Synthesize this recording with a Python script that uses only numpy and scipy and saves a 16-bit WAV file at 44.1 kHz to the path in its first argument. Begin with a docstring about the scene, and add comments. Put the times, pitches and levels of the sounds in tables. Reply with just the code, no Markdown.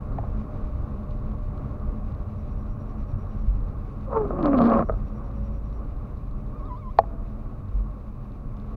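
"""Tyres roll slowly over a wet street, heard inside the car: body rumble, cabin roar, spray, a few thuds.
The wipers make one sweep: the rubber sticks and slips down the glass with a juddering groan, flicks
water, and the arm knocks as it parks. Plastic trim ticks, rubs with a squeak and snaps once, loudly.
Underneath sit engine hum, a faint gear whine, light rain on the windscreen and a trace of electronics."""
import sys
import numpy as np
from scipy import signal
from scipy.fft import rfft, irfft, next_fast_len
from scipy.io import wavfile
from scipy.ndimage import uniform_filter1d, map_coordinates

SR = 44100
rng = np.random.default_rng(int(sys.argv[2]) if len(sys.argv) > 2 else 0)


def unload_wav(signal):
    """Save mono or channel-first audio to the path in sys.argv[1] as 16-bit WAV at rate SR, clipped to [-1, 1]."""
    wavfile.write(
        sys.argv[1],
        SR,
        np.round(np.clip(np.atleast_2d(signal).T, -1, 1) * 32767).astype(np.int16),
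    )


N = 386316

# tyre noise, easing off as the car slows: t/s, level/dB
ROLLING_LEVEL = [(0, -44), (2.5, -45), (4.0, -45), (5.1, -45.5), (6.1, -47.5), (8.2, -48.5), (8.76, -45)]


def amp(db):
    """Decibels to gain."""
    return 10 ** (np.asarray(db) / 20)


def unit(x):
    """Scale to rms 1."""
    return x / np.sqrt(np.mean(x ** 2) + 1e-20)


def curves(rows):
    """One automation curve for each column after the time."""
    times, *columns = np.transpose(rows)
    return [np.interp(np.arange(N) / SR, times, column) for column in columns]


def during(start, end):
    """A gate with 10 ms fades."""
    t = np.arange(N) / SR
    return np.clip(np.minimum(t - start, end - t) * 100, 0, 1)


def wobble(rate):
    """A smooth random curve, rate knots a second."""
    knots = rng.standard_normal(int(N * rate / SR) + 4)
    return map_coordinates(knots, [np.arange(N) * rate / SR])


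def filtered(x, response):
    """x times a complex response of frequency."""
    size = next_fast_len(len(x) + SR // 2)
    return irfft(rfft(x, size) * response(np.fft.rfftfreq(size, 1 / SR)), size)[:len(x)]


def eq(x, points):
    """x through an EQ curve (f/Hz, level/dB) that falls 60 dB an octave beyond its ends."""
    def response(hz):
        point_hz, db = np.transpose(points)
        octave, known = np.log2(hz + 1), np.log2(point_hz)
        outside = np.abs(octave - np.clip(octave, known[0], known[-1]))
        return amp(np.interp(octave, known, db) - 60 * outside)
    return filtered(x, response)


def noise(spectrum):
    """Coloured noise of rms 1."""
    return unit(eq(rng.standard_normal(N), spectrum))


def resonate(x, modes):
    """x through resonances (f/Hz, width/Hz, level/dB) of alternating polarity."""
    return filtered(x, lambda f: sum(
        (-1) ** k * amp(db) * 1j * f * width / (centre ** 2 - f ** 2 + 1j * f * width)
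        for k, (centre, width, db) in enumerate(modes)))


def phase_of(hz):
    """Running phase of a pitch curve."""
    return 2 * np.pi * np.cumsum(hz) / SR


def strikes(rows, ring):
    """Trigger one sound at each row (t/s, peak/dB)."""
    blows = np.zeros(N)
    for s, db in rows:
        blows[int(np.clip(s * SR, 0, N - 1))] += amp(db)
    return signal.fftconvolve(blows, ring / np.abs(ring).max())[:N]


def hits(rows, modes):
    """Blows (t/s, peak/dB, cutoff/Hz) on one body; a softer contact takes the treble away."""
    out = np.zeros(N)
    for s, db, cutoff_hz in rows:
        contact = signal.butter(5, cutoff_hz, fs=SR, output="sos")
        push = signal.sosfilt(contact, signal.unit_impulse(SR // 2))
        ring = resonate(push, modes)
        out[round(s * SR):][:len(ring)] += amp(db) * ring / np.abs(ring).max()
    return out


def road_rumble(level_db=-33, follow=0.81):
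    """The tyres shake the body, harder at higher rolling speed."""
    # low end of the road: f/Hz, level/dB
    spectrum = [(11, -34.5), (18, -4), (43, -2), (75, -9), (97, -7.5), (134, -10.5), (148, -10.5),
                (163, -25.5), (173, -22), (193, -15.5), (210, -11.5), (238, -41), (268, -34), (330, -44),
                (430, -57.5), (730, -120)]
    # the body rocking on its springs, its panels booming: f/Hz, width/Hz, level/dB
    body_modes = [(33, 7.8, -2), (97, 16.4, -11.5), (130.5, 10, -14)]
    rolling_db, = curves(ROLLING_LEVEL)
    shake = noise(spectrum)
    body = unit(resonate(noise([(20, 0), (160, 0)]), body_modes))
    level = amp(level_db + follow * (rolling_db - rolling_db.mean()) + 0.92 * wobble(5))
    return level * (shake + amp(-2) * body)


def tyre_roar():
    """The rolling tyres roar through the cabin."""
    # midrange of the road: f/Hz, level/dB
    spectrum = [(140, -33.5), (240, -8.5), (266, 3.5), (329, -4), (481, -5), (513, -7.5), (601, -5),
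                (653, -10.5), (751, -10), (912, -14), (1010, -15), (1120, -6.5), (1400, -18), (1730, -29),
                (2200, -37), (2860, -63.5), (4840, -120)]
    rolling_db, = curves(ROLLING_LEVEL)
    return amp(rolling_db - 0.43 + 1.4 * wobble(6.9)) * noise(spectrum)


def tyre_spray(level_db=-70.4, follow=0.7):
    """Water thrown up by the tyres hisses along with the rolling speed."""
    # wet hiss: f/Hz, level/dB
    spectrum = [(1000, -26.5), (1700, -4), (2080, -1.5), (2540, -1), (3230, -12.5), (3820, -9),
                (5280, -17.5), (5490, -17.5), (5820, -19), (6050, -16.5), (7600, -29.5), (8000, -32.5),
                (10400, -55.5), (17600, -120)]
    rolling_db, = curves(ROLLING_LEVEL)
    level = amp(level_db + follow * (rolling_db - rolling_db.mean()) + 1.5 * wobble(25))
    return level * noise(spectrum)


def cavity_ring():
    """Road noise sets the air ringing in the tyres and the cabin."""
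    # air resonances: f/Hz, width/Hz, level/dB
    air_modes = [(213.55, 7.7, 2), (275.6, 6, -13.5), (482.5, 19, -23), (1086, 32, -20.5)]
    rolling_db, = curves(ROLLING_LEVEL)
    return amp(rolling_db + 1.5) * unit(resonate(noise([(170, 0.011), (1200, 0.0014)]), air_modes))


def bumps():
    """Each bump sets the body booming for a few cycles; a sharp one reaches the higher modes."""
    # wheel thuds: t/s, peak/dB, cutoff/Hz
    thuds = [(0.31, -23, 60), (3.122, -17.5, 170), (3.466, -13, 59), (4.813, -21, 55), (4.895, -19.5, 55),
             (6.43, -26.5, 55), (7.73, -18.5, 50)]
    # body boom: f/Hz, width/Hz, level/dB
    boom_modes = [(44.7, 4.5, 1), (93.6, 5.2, 3), (133, 4.6, 0.5)]
    return hits(thuds, boom_modes)


def wiper_blade(first_slip_hz=503.2, sag_hz_per_s=500, lowest_slip_hz=225, fully_wet_s=4.5):
    """The rubber sticks and slips ever more slowly; each slip shakes the blade and the glass."""
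    # chirp, light slide, then heavy drag: t/s, groan level/dB, scrape level/dB, roughness/0-1
    sweep = [(4.07, -34, -52, 0.64), (4.125, -47, -34.5, 0.37), (4.17, -19.5, -22.5, 0.19),
             (4.236, -24, -34, 0.28), (4.275, -29.5, -40.5, 0.96), (4.43, -23.5, -31, .75),
             (4.465, -17, -24.5, 0.35), (4.565, -17.5, -30.5, .45), (4.6, -13.5, -22.5, 0.46),
             (4.72, -15.5, -20, 0.43), (4.795, -20.5, -24.5, 0.75), (4.855, -27, -47, .9)]
    # tone of the windscreen: f/Hz, level/dB
    glass_eq = [(240, -43), (400, -5.5), (442, -0.5), (492, -4.5), (562, 7), (621, -10), (679, 1),
                (741, -4), (953, -11), (1090, 1.5), (1800, -33), (2340, -57), (3960, -120)]
    # the water film tearing: f/Hz, level/dB
    rasp_spectrum = [(1350, -5), (1600, 13.5), (1900, 1.5), (2450, 2), (3100, -15), (4200, -17),
                     (5400, -26), (6400, -31), (7800, -41)]
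    t = np.arange(N) / SR
    start, end = sweep[0][0], sweep[-1][0]
    groan_db, scrape_db, rough = curves(sweep)
    slip_hz = np.maximum(first_slip_hz - sag_hz_per_s * np.maximum(t - start, 0), lowest_slip_hz)
    phase = phase_of(slip_hz * (1 + 0.08 * rough * wobble(260) + 0.02 * wobble(35)))
    slips = np.diff(np.floor(phase / (2 * np.pi)), prepend=0)  # one click a cycle
    slips *= amp(8.9 * rough * wobble(300)) / np.sqrt(slip_hz)
    # rough slips smear into bursts of friction; even ones sing at the octave
    friction = rng.standard_normal(N) * (1 + 0.2 * np.cos(phase))
    scrape = np.sqrt(1 - rough) * unit(eq(slips, glass_eq))
    scrape += np.sqrt(rough) * unit(eq(friction, glass_eq))
    scrape += amp(1) * (1 - rough) ** 3 * np.sin(2 * phase)
    groan = np.sqrt(2 - 2 * rough ** 2) * np.sin(phase)
    groan += rough * noise([(150, 0), (260, 4.5), (420, -7)])
    # the film tears in time with the slips, louder as water gathers ahead of the blade
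    rasp = unit(noise(rasp_spectrum) * (1 + 0.54 * np.cos(phase)) * amp(3.7 * wobble(220)))
    rasp *= amp(np.interp(t, [start, fully_wet_s], [-38, -24.5]))
    judder = amp(1.6 * wobble(75))
    grip_db = 1.8 * wobble(40)  # the lip bites and lets go
    rubbing = amp(scrape_db + grip_db) * (amp(0.73) * scrape + rasp)
    return judder * (amp(groan_db - 3.5) * groan + rubbing) * during(start, end)


def wiper_arm(drag_start_s=4.63, drag_length_s=0.16, hop_cutoff_hz=2800, seat_cutoff_hz=1600):
    """The arm jerks along the glass, chatters in the heavy drag and knocks as it parks."""
    # jerks, then the parking knock: t/s, peak/dB, cutoff/Hz
    knocks = [(4.131, -21, 1810), (4.252, -22.5, 1540), (4.306, -18, 1390), (4.456, -14, 2200),
              (4.532, -14.5, 2600), (4.588, -14, 2600), (4.617, -20, 2397), (4.792, -13, 1905),
              (4.824, -16, 1880), (4.8955, -12, 1800)]
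    # the arm touches, seats and rattles, relative to the parking knock: t/s, peak/dB
    rattle = [(-.0075, -11.5), (.0065, -9), (0.026, -15.5), (.044, -17)]
    # ring of the arm: f/Hz, width/Hz, level/dB
    arm_modes = [(445, 88, 1.5), (640, 85, 4.5), (1270, 72, -1), (1930, 1200, -25.5), (4000, 1400, -62.5)]
    park_s, park_db, _ = knocks[-1]
    seating = [(park_s + s, park_db + db, seat_cutoff_hz) for s, db in rattle]
    hops = [(drag_start_s + drag_length_s * when, -28 + 5.5 * size, hop_cutoff_hz)
            for when, size in rng.random(size=(9, 2))]
    return hits(knocks + seating + hops, arm_modes)


def water_drops(spit_start_s=4.57, spit_length_s=0.18, splat_decay_s=0.0094):
    """Water spits from under the blade and rain ticks on the windscreen."""
    # drops flicked off the blade: t/s, peak/dB
    flicks = [(4.4277, -37), (4.4364, -46), (4.4569, -32), (4.4608, -35.5), (4.579, -41), (4.5834, -39),
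              (4.5874, -37), (4.617, -34), (4.6548, -37), (4.6734, -38), (4.6998, -37), (4.79, -45)]
    # the heaviest raindrops: t/s, peak/dB
    raindrops = [(1.1079, -50.5), (1.3144, -57), (1.5758, -55), (2.12, -57), (8.319, -55), (8.5674, -55),
                 (8.5984, -54)]
    # tone of a drop on glass: f/Hz, level/dB
    drop_eq = [(1500, -34.5), (2800, 1), (4300, 0.5), (5600, -17), (7200, -23), (8500, -30.5),
               (14000, -43.5)]
    t = np.arange(SR // 20) / SR
    lead_in = SR // 1000

    def splat():
        """A fresh burst of noise as a drop lands."""
        burst = rng.standard_normal(len(t)) * amp(-60 * t / splat_decay_s)
        return eq(np.pad(burst, (lead_in, 0)), drop_eq)

    tick = eq(signal.unit_impulse(len(t), lead_in), drop_eq)
    rain = sum(strikes([drop], splat()) for drop in raindrops)
    when, size = rng.random(size=(160, 2)).T
    drizzle = strikes(zip(when * N / SR, -69 + 12 * size ** 2), splat())
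    when, size = rng.random(size=(30, 2)).T
    spit = strikes(zip(spit_start_s + spit_length_s * when, -51 + 11 * size ** 2), tick)
    return strikes(flicks, tick) + spit + rain + drizzle


def trim_snaps(echo_s=0.002774, echo_db=-7, echo_cutoff_hz=1600):
    """A plastic panel snaps; the windscreen throws the snap back."""
    # small ticks and one loud snap: t/s, peak/dB, cutoff/Hz
    snaps = [(0.1845, -23.5, 3220), (0.2375, -32.5, 2400), (6.9872, -2, 6200), (7.036, -33, 2400)]
    # ring of the panel: f/Hz, width/Hz, level/dB
    panel_modes = [(462, 42, -9), (558, 28.4, -4), (669, 47.5, 0.5), (824, 66, 2), (1100, 166, -11.5),
                   (1815, 190, -24.5), (2450, 110, -31), (3150, 410, -42.5), (4300, 320, -36),
                   (6400, 400, -64)]
    snap = hits(snaps, panel_modes)
    echo = filtered(snap, lambda hz: np.exp(-2j * np.pi * hz * echo_s) / (1 + (hz / echo_cutoff_hz) ** 4))
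    tail = resonate(snap, [(668, 1.2, -7)])  # one panel mode rings on
    return snap + amp(echo_db) * echo + tail


def trim_squeak(resonance_hz=995, width_hz=79):
    """The panel rubs with a wavering squeak that swells whenever its pitch dips to the resonance."""
    # squeak pitch ahead of the loud snap: t/s, f/Hz
    glide = [(6.52, 1090), (6.575, 1250), (6.605, 1100), (6.636, 1088), (6.668, 1290), (6.705, 995),
             (6.755, 990), (6.795, 1275), (6.828, 1090), (6.895, 1000), (6.925, 1320)]
    pitch_hz, = curves(glide)
    pitch_hz = uniform_filter1d(pitch_hz, size=800)
    phase = phase_of(pitch_hz * (1 + 0.0112 * wobble(280)))
    level = amp(-49) + amp(-39) / (1 + (2 * (pitch_hz - resonance_hz) / width_hz) ** 2)
    tone = level * amp(1.5 * wobble(51)) * np.sin(phase)
    overtones = sum(amp(-72 - 4 * k + 5.1 * wobble(35)) * np.sin((k + 2) * phase) for k in range(4))
    overtones *= (level / level.max()) ** 0.26  # they swell less than the fundamental
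    return (tone + overtones) * during(glide[0][0], glide[-1][0])


def engine_hum(start_hz=65.6, sag_hz_per_s=2.3):
    """The firing hum sinks in pitch as the engine runs steadily down."""
    # hum under changing load: t/s, level/dB
    load = [(0, -38.5), (1.6, -37), (4.2, -49.5), (5.4, -35.5), (6.6, -33), (8.76, -44.5)]
    hum_db, = curves(load)
    level = amp(hum_db + 4.7 * wobble(12))
    firing_hz = start_hz - sag_hz_per_s * np.arange(N) / SR
    return level * np.sin(phase_of(firing_hz * (1 + 0.011 * wobble(7.4))))


def gear_whine(sag_hz_per_s=6, edge_fade_db=11.5):
    """Meshing gears sing in swells, each drifting slightly flat."""
    # swells: centre t/s, length/s, mesh f/Hz, level/dB
    swells = [(1.398, 3.6, 601.3, -48.5), (5.356, .9, 559, -49.5), (6.654, 0.78, 605.4, -50)]
    t = np.arange(N) / SR
    waver_db = 0.79 * wobble(10)
    drift = 1 + 0.0036 * wobble(30)
    whine = np.zeros(N)
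    for centre, length, hz, db in swells:
        level = amp(db + waver_db - edge_fade_db * (2 * (t - centre) / length) ** 2)
        whine += level * np.sin(phase_of((hz - sag_hz_per_s * (t - centre)) * drift))
    return whine


def electronics(whine_hz=5680, pulse_hz=10, whine_db=-77, hiss_db=-80):
    """A thin, unsteady, pulsing electric whine over microphone hiss."""
    # whine on and off: start t/s, end t/s
    spans = [(2.38, 3.48), (4.74, 5.8)]
    t = np.arange(N) / SR
    stagger = 0.5 * wobble(8)
    pulses = sum(during(start, end) * np.clip(0.4 + np.sin(2 * np.pi * pulse_hz * (t - start) + stagger),
                                              0, 1) for start, end in spans)
    level = amp(whine_db + 1.8 * wobble(30)) * pulses
    whine = level * np.sin(phase_of(whine_hz * (1 + 0.005 * wobble(150))))
    hiss = noise([(3000, 0), (8000, -1.5), (8700, 2.2), (9300, -0.5), (12000, -0.69), (16000, 1.4)])
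    return whine + amp(hiss_db) * hiss


def scene():
    """The mono mix, as heard from the dashboard."""
    road = road_rumble() + tyre_roar() + tyre_spray() + cavity_ring() + bumps()
    drivetrain = engine_hum() + gear_whine()
    windscreen = wiper_blade() + wiper_arm() + water_drops()
    trim = trim_snaps() + trim_squeak()
    return (road + windscreen + trim + drivetrain + electronics())[None]


def record(dry, ceiling=0.97, top_hz=15750):
    """Short end fades, a soft clip on the loudest peak and a brick-wall low-pass."""
    faded = dry[0] * during(0, N / SR)
    rounded = faded / (1 + np.abs(faded / ceiling) ** 8) ** (1 / 8)
    return filtered(rounded, lambda hz: hz < top_hz)[None]


dry = scene()
out = record(dry)
unload_wav(out)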